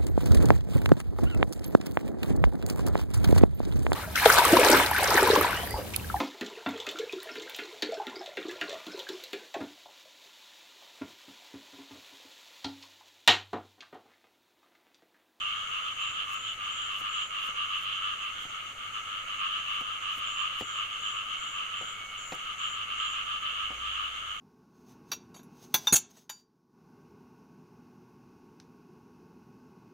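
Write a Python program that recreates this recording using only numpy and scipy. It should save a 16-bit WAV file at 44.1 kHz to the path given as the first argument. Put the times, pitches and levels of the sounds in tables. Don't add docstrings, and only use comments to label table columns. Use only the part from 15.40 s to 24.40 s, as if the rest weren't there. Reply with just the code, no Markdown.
import sys
import numpy as np
from scipy import signal
from scipy.fft import rfft, irfft
from scipy.io import wavfile
from scipy.ndimage import map_coordinates

SR = 44100
rng = np.random.default_rng(int(sys.argv[2]) if len(sys.argv) > 2 else 0)


def dump(signal):
    limited = np.clip(np.atleast_2d(signal).T, -1, 1)
    pcm = np.round(limited * 32767).astype(np.int16)
    wavfile.write(sys.argv[1], SR, pcm)


N = 396900
TIME = np.arange(N) / SR


def from_db(db):
    return 10 ** (np.asarray(db) / 20)


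def unit_rms(x):
    return x / np.sqrt(np.mean(x ** 2) + 1e-20)


def per_bin(points):
    hz, value = np.transpose(points)
    return np.interp(np.log(np.arange(N // 2 + 1) * SR / N + 1e-9), np.log(hz), value)


def colour(x, curve):
    return unit_rms(irfft(rfft(x) * from_db(per_bin(curve)), N))


def drift(knots_per_s):
    knots = rng.standard_normal(1024)
    return unit_rms(map_coordinates(knots, [TIME * knots_per_s], order=1, mode="wrap"))


def band(x, hz, width_hz):
    edges_hz = np.clip([hz - width_hz / 2, hz + width_hz / 2], 20, .45 * SR)
    return unit_rms(signal.sosfilt(signal.butter(2, edges_hz, "band", fs=SR, output="sos"), x + 1e-18))


def sine(hz):
    return np.sqrt(2) * np.sin(2 * np.pi * np.cumsum(hz) / SR)


def pulses(rate_hz, jitter):
    phase = rng.random() + np.cumsum(rate_hz) / SR
    slips = rng.standard_normal(2048)
    cycles = np.arange(1, int(phase[-1]) + 1)
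    at = np.searchsorted(phase, cycles + jitter * slips[cycles % len(slips)])
    return np.bincount(at, minlength=len(phase) + 1)[:len(phase)].astype(float)


def add(out, sound, start_s):
    i = int(round(start_s * SR))
    lo, hi = max(i, 0), min(i + sound.shape[-1], N)
    out[..., lo:hi] += sound[..., lo - i:hi - i]


def scatter(clicks, t60_s):
    power = signal.lfilter([1], [1, -from_db(-120 / (t60_s * SR))], clicks ** 2 + 1e-18)
    return unit_rms(np.sqrt(power) * rng.standard_normal((2, len(clicks))))


def echoes(x, t60_s, wet_db):
    t = TIME[:SR // 2]
    tail = rng.standard_normal((2, len(t))) * from_db(-60 * t / t60_s) * (t > .002)
    tail *= from_db(wet_db) / np.sqrt(np.sum(tail ** 2) / 2)
    wet = signal.fftconvolve(np.atleast_2d(x), tail, axes=-1)[:, :x.shape[-1]]
    return (x + wet) / np.sqrt(1 + from_db(2 * wet_db))


# f/Hz, relative density/dB
AIR_SPECTRUM = [(20, 6), (50, -0.5), (110, -1.5), (250, -5.5), (370, -8.5), (500, -5), (850, -5.5),
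                (2000, -5), (4300, -12), (5300, -22), (8500, -17.5), (11500, -25), (13000, -24.5),
                (15500, -31.5)]
# f/Hz, correlation
AIR_CORRELATION = [(30, 0.64), (300, 0.76), (800, 0.88), (2000, .3), (5000, .3), (9000, 1), (15000, 1)]


def night_air(level_db=-54):
    correlation = per_bin(AIR_CORRELATION)
    mid, side = rfft(rng.standard_normal((2, N)))
    stereo = np.sqrt(1 + correlation) * mid + np.sqrt(1 - correlation) * side * [[1], [-1]]
    return from_db(level_db) * colour(irfft(stereo, N), AIR_SPECTRUM)


# f/Hz, relative density/dB
CRICKET_SPECTRUM = [(5300, -17.5), (6000, 0), (6650, 7), (7200, 0), (7700, -2), (8500, -33)]


def bush_crickets(level_db=-57, shimmer_db=1.5):
    noise = rng.standard_normal((2, N)) + 0.25 * rng.standard_normal(N)
    return from_db(level_db + shimmer_db * drift(30)) * colour(noise, CRICKET_SPECTRUM)


# f/Hz, level/dB, waver/dB
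STEADY_TONES = [(100, -67.7, 1.5), (2208, -60.5, 2.7)]


def hum_and_far_cricket(pitch_spread=0.00198):
    return sum(from_db(db + waver_db * drift(10)) * sine(hz * (1 + pitch_spread * drift(40)))
               for hz, db, waver_db in STEADY_TONES)


def cricket_note(start_s=6.5, length_s=0.33, hz=2225, peak_db=-48):
    swell = np.sin(np.pi * np.clip((TIME - start_s) / length_s, 0, 1))
    return from_db(peak_db) * swell * sine(np.full(N, hz))


# t/s, level/dB
ENGINE_LEVELS = [(7.3, -90), (7.5, -64), (8.1, -65), (8.2, -59), (8.45, -54.5), (8.6, -58), (9.0, -64)]


def far_engine(start_hz=45.5, rise_hz_per_s=11.3):
    times_s, levels_db = np.transpose(ENGINE_LEVELS)
    firing_hz = start_hz + rise_hz_per_s * np.maximum(TIME - times_s[0], 0)
    return from_db(np.interp(TIME, times_s, levels_db, left=-140)) * sine(firing_hz)


def croak_pulses(length_s, rate_hz, arch, jitter, sag=.012):
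    progress = np.clip(TIME[:int((length_s + .07) * SR)] / length_s, 0, 1)
    pressure = np.maximum(np.sin(np.pi * progress), 0)
    bend = 1 + arch * (pressure - 2 / np.pi) - sag * (progress - .5)
    return pulses(rate_hz * bend, jitter) * pressure ** 0.64


# f/Hz, relative gain/dB
CHORUS_CURVE = [(900, -42), (1020, -30), (1090, -6.5), (1290, 8), (1450, -3.5), (1700, -9.5), (1900, -11.5),
                (2150, 1), (2400, -7), (2900, 2), (3250, -11), (3700, -20), (4400, -22.5), (5400, -46.5)]


def far_frogs(level_db=-43.5, count=300):
    clicks = np.zeros(N)
    croaks = rng.uniform([-4, .12, 93, -2], [-1, .2, 106, 2], (count, 4))
    for slot, (offset, length_s, rate_hz, db) in enumerate(croaks):
        croak = from_db(db) * croak_pulses(length_s, rate_hz, arch=.03, jitter=.02)
        add(clicks, croak, (slot + offset) / count * TIME[-1])
    rattle = scatter(clicks, t60_s=0.1) + from_db(-6.5) * unit_rms(clicks)
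    return from_db(level_db) * colour(rattle, CHORUS_CURVE)


# t/s, length/s, relative level/dB
KATYDID_CHIRPS = [(0.595, 0.17, -53.5), (0.923, 0.19, -53), (1.296, 0.195, -52.5), (1.688, 0.2, -52.5),
                  (4.86, 0.18, -53), (5.19, 0.2, -53), (5.601, 0.185, -52), (5.975, 0.19, -52.5),
                  (6.355, 0.19, -52.5), (6.77, 0.2, -52), (7.182, 0.179, -52), (7.581, 0.181, -52.5)]


def katydid(wing_hz=7060, width_hz=420, stroke_hz=104, attack_s=.005, release_s=.025, swell_db=1.5):
    envelope, t = np.zeros(N), TIME[:SR // 3]
    for start_s, length_s, db in KATYDID_CHIRPS:
        gate = np.clip(np.minimum(t / attack_s, (length_s - t) / release_s + .5), 0, 1)
        add(envelope, gate * from_db(db + swell_db * np.sin(np.pi * t / length_s)), start_s)
    strokes = pulses(stroke_hz * (1 + 0.056 * drift(11)), jitter=0.11)
    song = envelope * band(scatter(strokes, t60_s=0.072), wing_hz, width_hz)
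    return from_db([[3.5], [-1.5]]) * echoes(song, t60_s=0.25, wet_db=-2.5)


# peak t/s, build-up/s, relative level/dB
ONION_SLICES = [(.616, 0.013, -62), (0.942, 0.067, -59.5), (1.607, 0.06, -57.5), (2.075, 0.074, -59),
                (2.44, 0.096, -62), (3.051, .07, -63), (4.359, .1, -67), (4.412, .02, -60.5),
                (4.791, 0.059, -57.5), (5.211, .04, -57), (6.53, .08, -71), (6.95, 0.072, -61)]


def onion_crunch(cracks_per_s=2000, gain_db=3, build_db=13, t60_s=0.042, lead_s=.15):
    out, t = np.zeros(N), TIME[:SR // 5] - lead_s
    for peak_s, build_s, db in ONION_SLICES:
        cracks = (rng.random(len(t)) < cracks_per_s / SR) * rng.standard_normal(len(t))
        envelope = from_db(db + gain_db + np.minimum(build_db * t / build_s, -60 * t / t60_s))
        add(out, envelope * band(cracks, hz=9900, width_hz=13000), peak_s - lead_s)
    return out


# f/Hz, relative level/dB, free t60/s
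BOARD_MODES = [(113, -11, 0.082), (174, -11.5, 0.13), (288, -5.5, 0.05), (408, -2.5, 0.017),
               (521, -2, 0.062), (527, -15, 0.048), (666, -18, 0.069), (756, -9, 0.14), (950, -0.5, 0.026),
               (1950, -7, 0.033), (2440, -4, 0.052)]
# t/s, relative level/dB, ring-time factor (1 = free board), contact f/Hz
CLEAVER_KNOCKS = [(1.61, -46, 1, 300), (2.086, -50, 1.7, 403), (3.051, -41, 0.46, 380),
                  (4.408, -36.5, 0.52, 395), (4.774, -45, 1.1, 130), (5.208, -27.5, 0.6, 380),
                  (6.410, -43.5, 1.5, 483), (6.921, -33.5, 0.99, 560), (8.304, -39, 0.82, 440)]


def cleaver_knocks(falloff_db_per_oct=3, chatter_db=-7, clack_db=-8, clack_db_per_oct=14):
    out, t = np.zeros(N), TIME[:SR // 5]
    for start_s, db, ring, contact_hz in CLEAVER_KNOCKS:
        detune = rng.uniform(.97, 1.01)
        for k, (hz, mode_db, t60_s) in enumerate(BOARD_MODES):
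            strength_db = db + mode_db - falloff_db_per_oct * abs(np.log2(hz / contact_hz))
            mode = (-1) ** k * np.sin(2 * np.pi * hz * detune * t)
            add(out, from_db(strength_db - 60 * t / (t60_s * ring)) * mode, start_s)
        chatter = band(rng.standard_normal(len(t)), hz=0.88 * contact_hz, width_hz=1.3 * contact_hz)
        add(out, from_db(db + chatter_db - 60 * t / (0.15 * ring)) * chatter, start_s)
        clack = band(rng.standard_normal(len(t)), hz=2500, width_hz=1700)
        hardness_db = clack_db_per_oct * np.log2(contact_hz / 500)
        add(out, from_db(db + clack_db + hardness_db - 60 * t / 0.098) * clack, start_s)
    return out


def vocal_sac(x, low_cut_hz=1040, high_cut_hz=5200):
    x = signal.sosfilt(signal.butter(12, low_cut_hz, "high", fs=SR, output="sos"), x)
    return signal.sosfilt(signal.butter(2, high_cut_hz, fs=SR, output="sos"), x)


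# f/Hz, width/Hz, level/dB re the mean drive of the main two
WEAK_RESONANCES = [(1570, 270, -11.5)]
# t/s, length/s, relative level/dB, high over low resonance/dB, low f/Hz
NEAR_CROAKS = [(-0.063, 0.22, -40.5, 5, 1250), (0.079, 0.21, -41.0, 2, 1300), (0.267, 0.15, -40.5, 4, 1230),
               (0.381, 0.16, -39.5, 2, 1280), (0.536, 0.19, -41.0, 6, 1230), (0.701, 0.16, -40.0, 3, 1290),
               (0.838, 0.17, -41.0, 2, 1210), (0.988, 0.16, -46.5, 9, 1290), (1.156, 0.21, -41.0, 3, 1250),
               (1.332, 0.14, -41.0, 3, 1310), (1.434, 0.16, -40.5, 3, 1250), (1.574, 0.16, -39.0, 1, 1240),
               (1.695, 0.17, -39.0, 4, 1270), (1.882, 0.19, -40.5, 4, 1250), (2.026, 0.1, -40.5, 2, 1240),
               (2.123, 0.15, -38.0, 3, 1250), (2.26, 0.15, -38.0, 3, 1240), (2.395, 0.21, -40.5, 5, 1270),
               (2.567, 0.2, -38.0, 2, 1270), (2.744, 0.18, -42.5, 4, 1230), (2.892, 0.18, -44.0, 2, 1330),
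               (3.056, 0.18, -45.5, 2, 1290), (3.17, 0.17, -48.5, 3, 1260), (3.34, 0.17, -45.0, 1, 1290),
               (3.514, 0.1, -40.5, 1, 1250), (3.618, 0.22, -41.0, 1, 1290), (3.854, 0.12, -41.5, 3, 1250),
               (3.967, 0.12, -37.5, 3, 1230), (4.035, 0.2, -39.0, 3, 1280), (4.199, 0.23, -40.0, 4, 1240),
               (4.383, 0.21, -41.0, 2, 1270), (4.592, 0.17, -39.0, 3, 1250), (4.729, 0.23, -41.0, 4, 1250),
               (4.932, 0.15, -36.5, 2, 1240), (5.018, 0.23, -42.0, 3, 1250), (5.231, 0.14, -42.0, 0, 1310),
               (5.318, 0.15, -39.5, 3, 1240), (5.445, 0.17, -45.0, 6, 1250), (5.593, 0.13, -40.0, 4, 1290),
               (5.691, 0.16, -40.5, 2, 1230), (5.832, 0.16, -42.0, 4, 1260), (5.961, 0.16, -42.0, 1, 1300),
               (6.091, 0.19, -40.0, 2, 1230), (6.26, 0.18, -42.5, 3, 1270), (6.407, 0.14, -43.5, 0, 1330),
               (6.515, 0.15, -47.0, 1, 1290), (6.654, 0.22, -49.0, 4, 1280), (6.891, 0.2, -46.0, 2, 1280),
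               (7.023, 0.13, -44.0, 3, 1280), (7.163, 0.14, -38.0, 2, 1260), (7.276, 0.19, -42.0, 3, 1260),
               (7.453, 0.11, -41.0, 3, 1250), (7.544, 0.16, -38.0, 3, 1270), (7.669, 0.18, -40.5, 4, 1240),
               (7.837, 0.16, -38.5, 2, 1280), (7.995, 0.13, -38.5, 3, 1260), (8.096, 0.19, -39.0, 3, 1260),
               (8.237, 0.16, -46.5, 4, 1250), (8.366, 0.2, -40.5, 3, 1280), (8.498, 0.2, -38.5, 2, 1250),
               (8.646, 0.19, -45.5, 4, 1300), (8.752, 0.26, -43.0, 1, 1300)]


def near_frogs(gain_db=0.43, left_lag_s=.00034, scatter_db=-4.5, scatter_db_per_oct=5.5,
               brighten_db_per_oct=3):
    out = np.zeros((2, N))
    for start_s, length_s, croak_db, bright_db, low_hz in NEAR_CROAKS:
        clicks = croak_pulses(length_s, rate_hz=rng.normal(98.7, 1.0), arch=.012, jitter=.011)
        direct = unit_rms(np.array([np.roll(clicks, int(left_lag_s * SR)), clicks]))
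        scattered = scatter(clicks, t60_s=.07)
        progress = np.minimum(TIME[:len(clicks)] / length_s, 1)
        duty = length_s * SR / len(clicks)
        high_hz = 2962 * (low_hz / 1270) ** 0.58
        # f/Hz, width/Hz, relative level/dB, leftward pan/dB
        throat = [(low_hz, 225, 0.35, 1.0), (high_hz, 444, bright_db + 0.4, -1.12)]
        throat += [(hz, width_hz, bright_db / 2 + db, 0) for hz, width_hz, db in WEAK_RESONANCES]
        for hz, width_hz, db, pan_db in throat:
            octaves = np.log2(hz / low_hz)
            paths = direct + scattered * from_db(scatter_db + scatter_db_per_oct * octaves)
            brightening = from_db(brighten_db_per_oct * octaves * (progress - .5))
            ringing = from_db(croak_db + db) * np.sqrt(duty) * band(paths * brightening, hz, width_hz)
            add(out, ringing * from_db([[pan_db], [-pan_db]]), start_s)
    return from_db(gain_db) * echoes(vocal_sac(out), t60_s=0.095, wet_db=0.5)


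def scene():
    callers = near_frogs() + far_frogs() + katydid()
    background = night_air() + bush_crickets() + hum_and_far_cricket() + cricket_note() + far_engine()
    return callers + background + cleaver_knocks() + onion_crunch()


def record(dry, cutoff_hz=15500):
    return signal.sosfilt(signal.ellip(10, .1, 80, cutoff_hz, fs=SR, output="sos"), dry)


dry = scene()
out = record(dry)
dump(out)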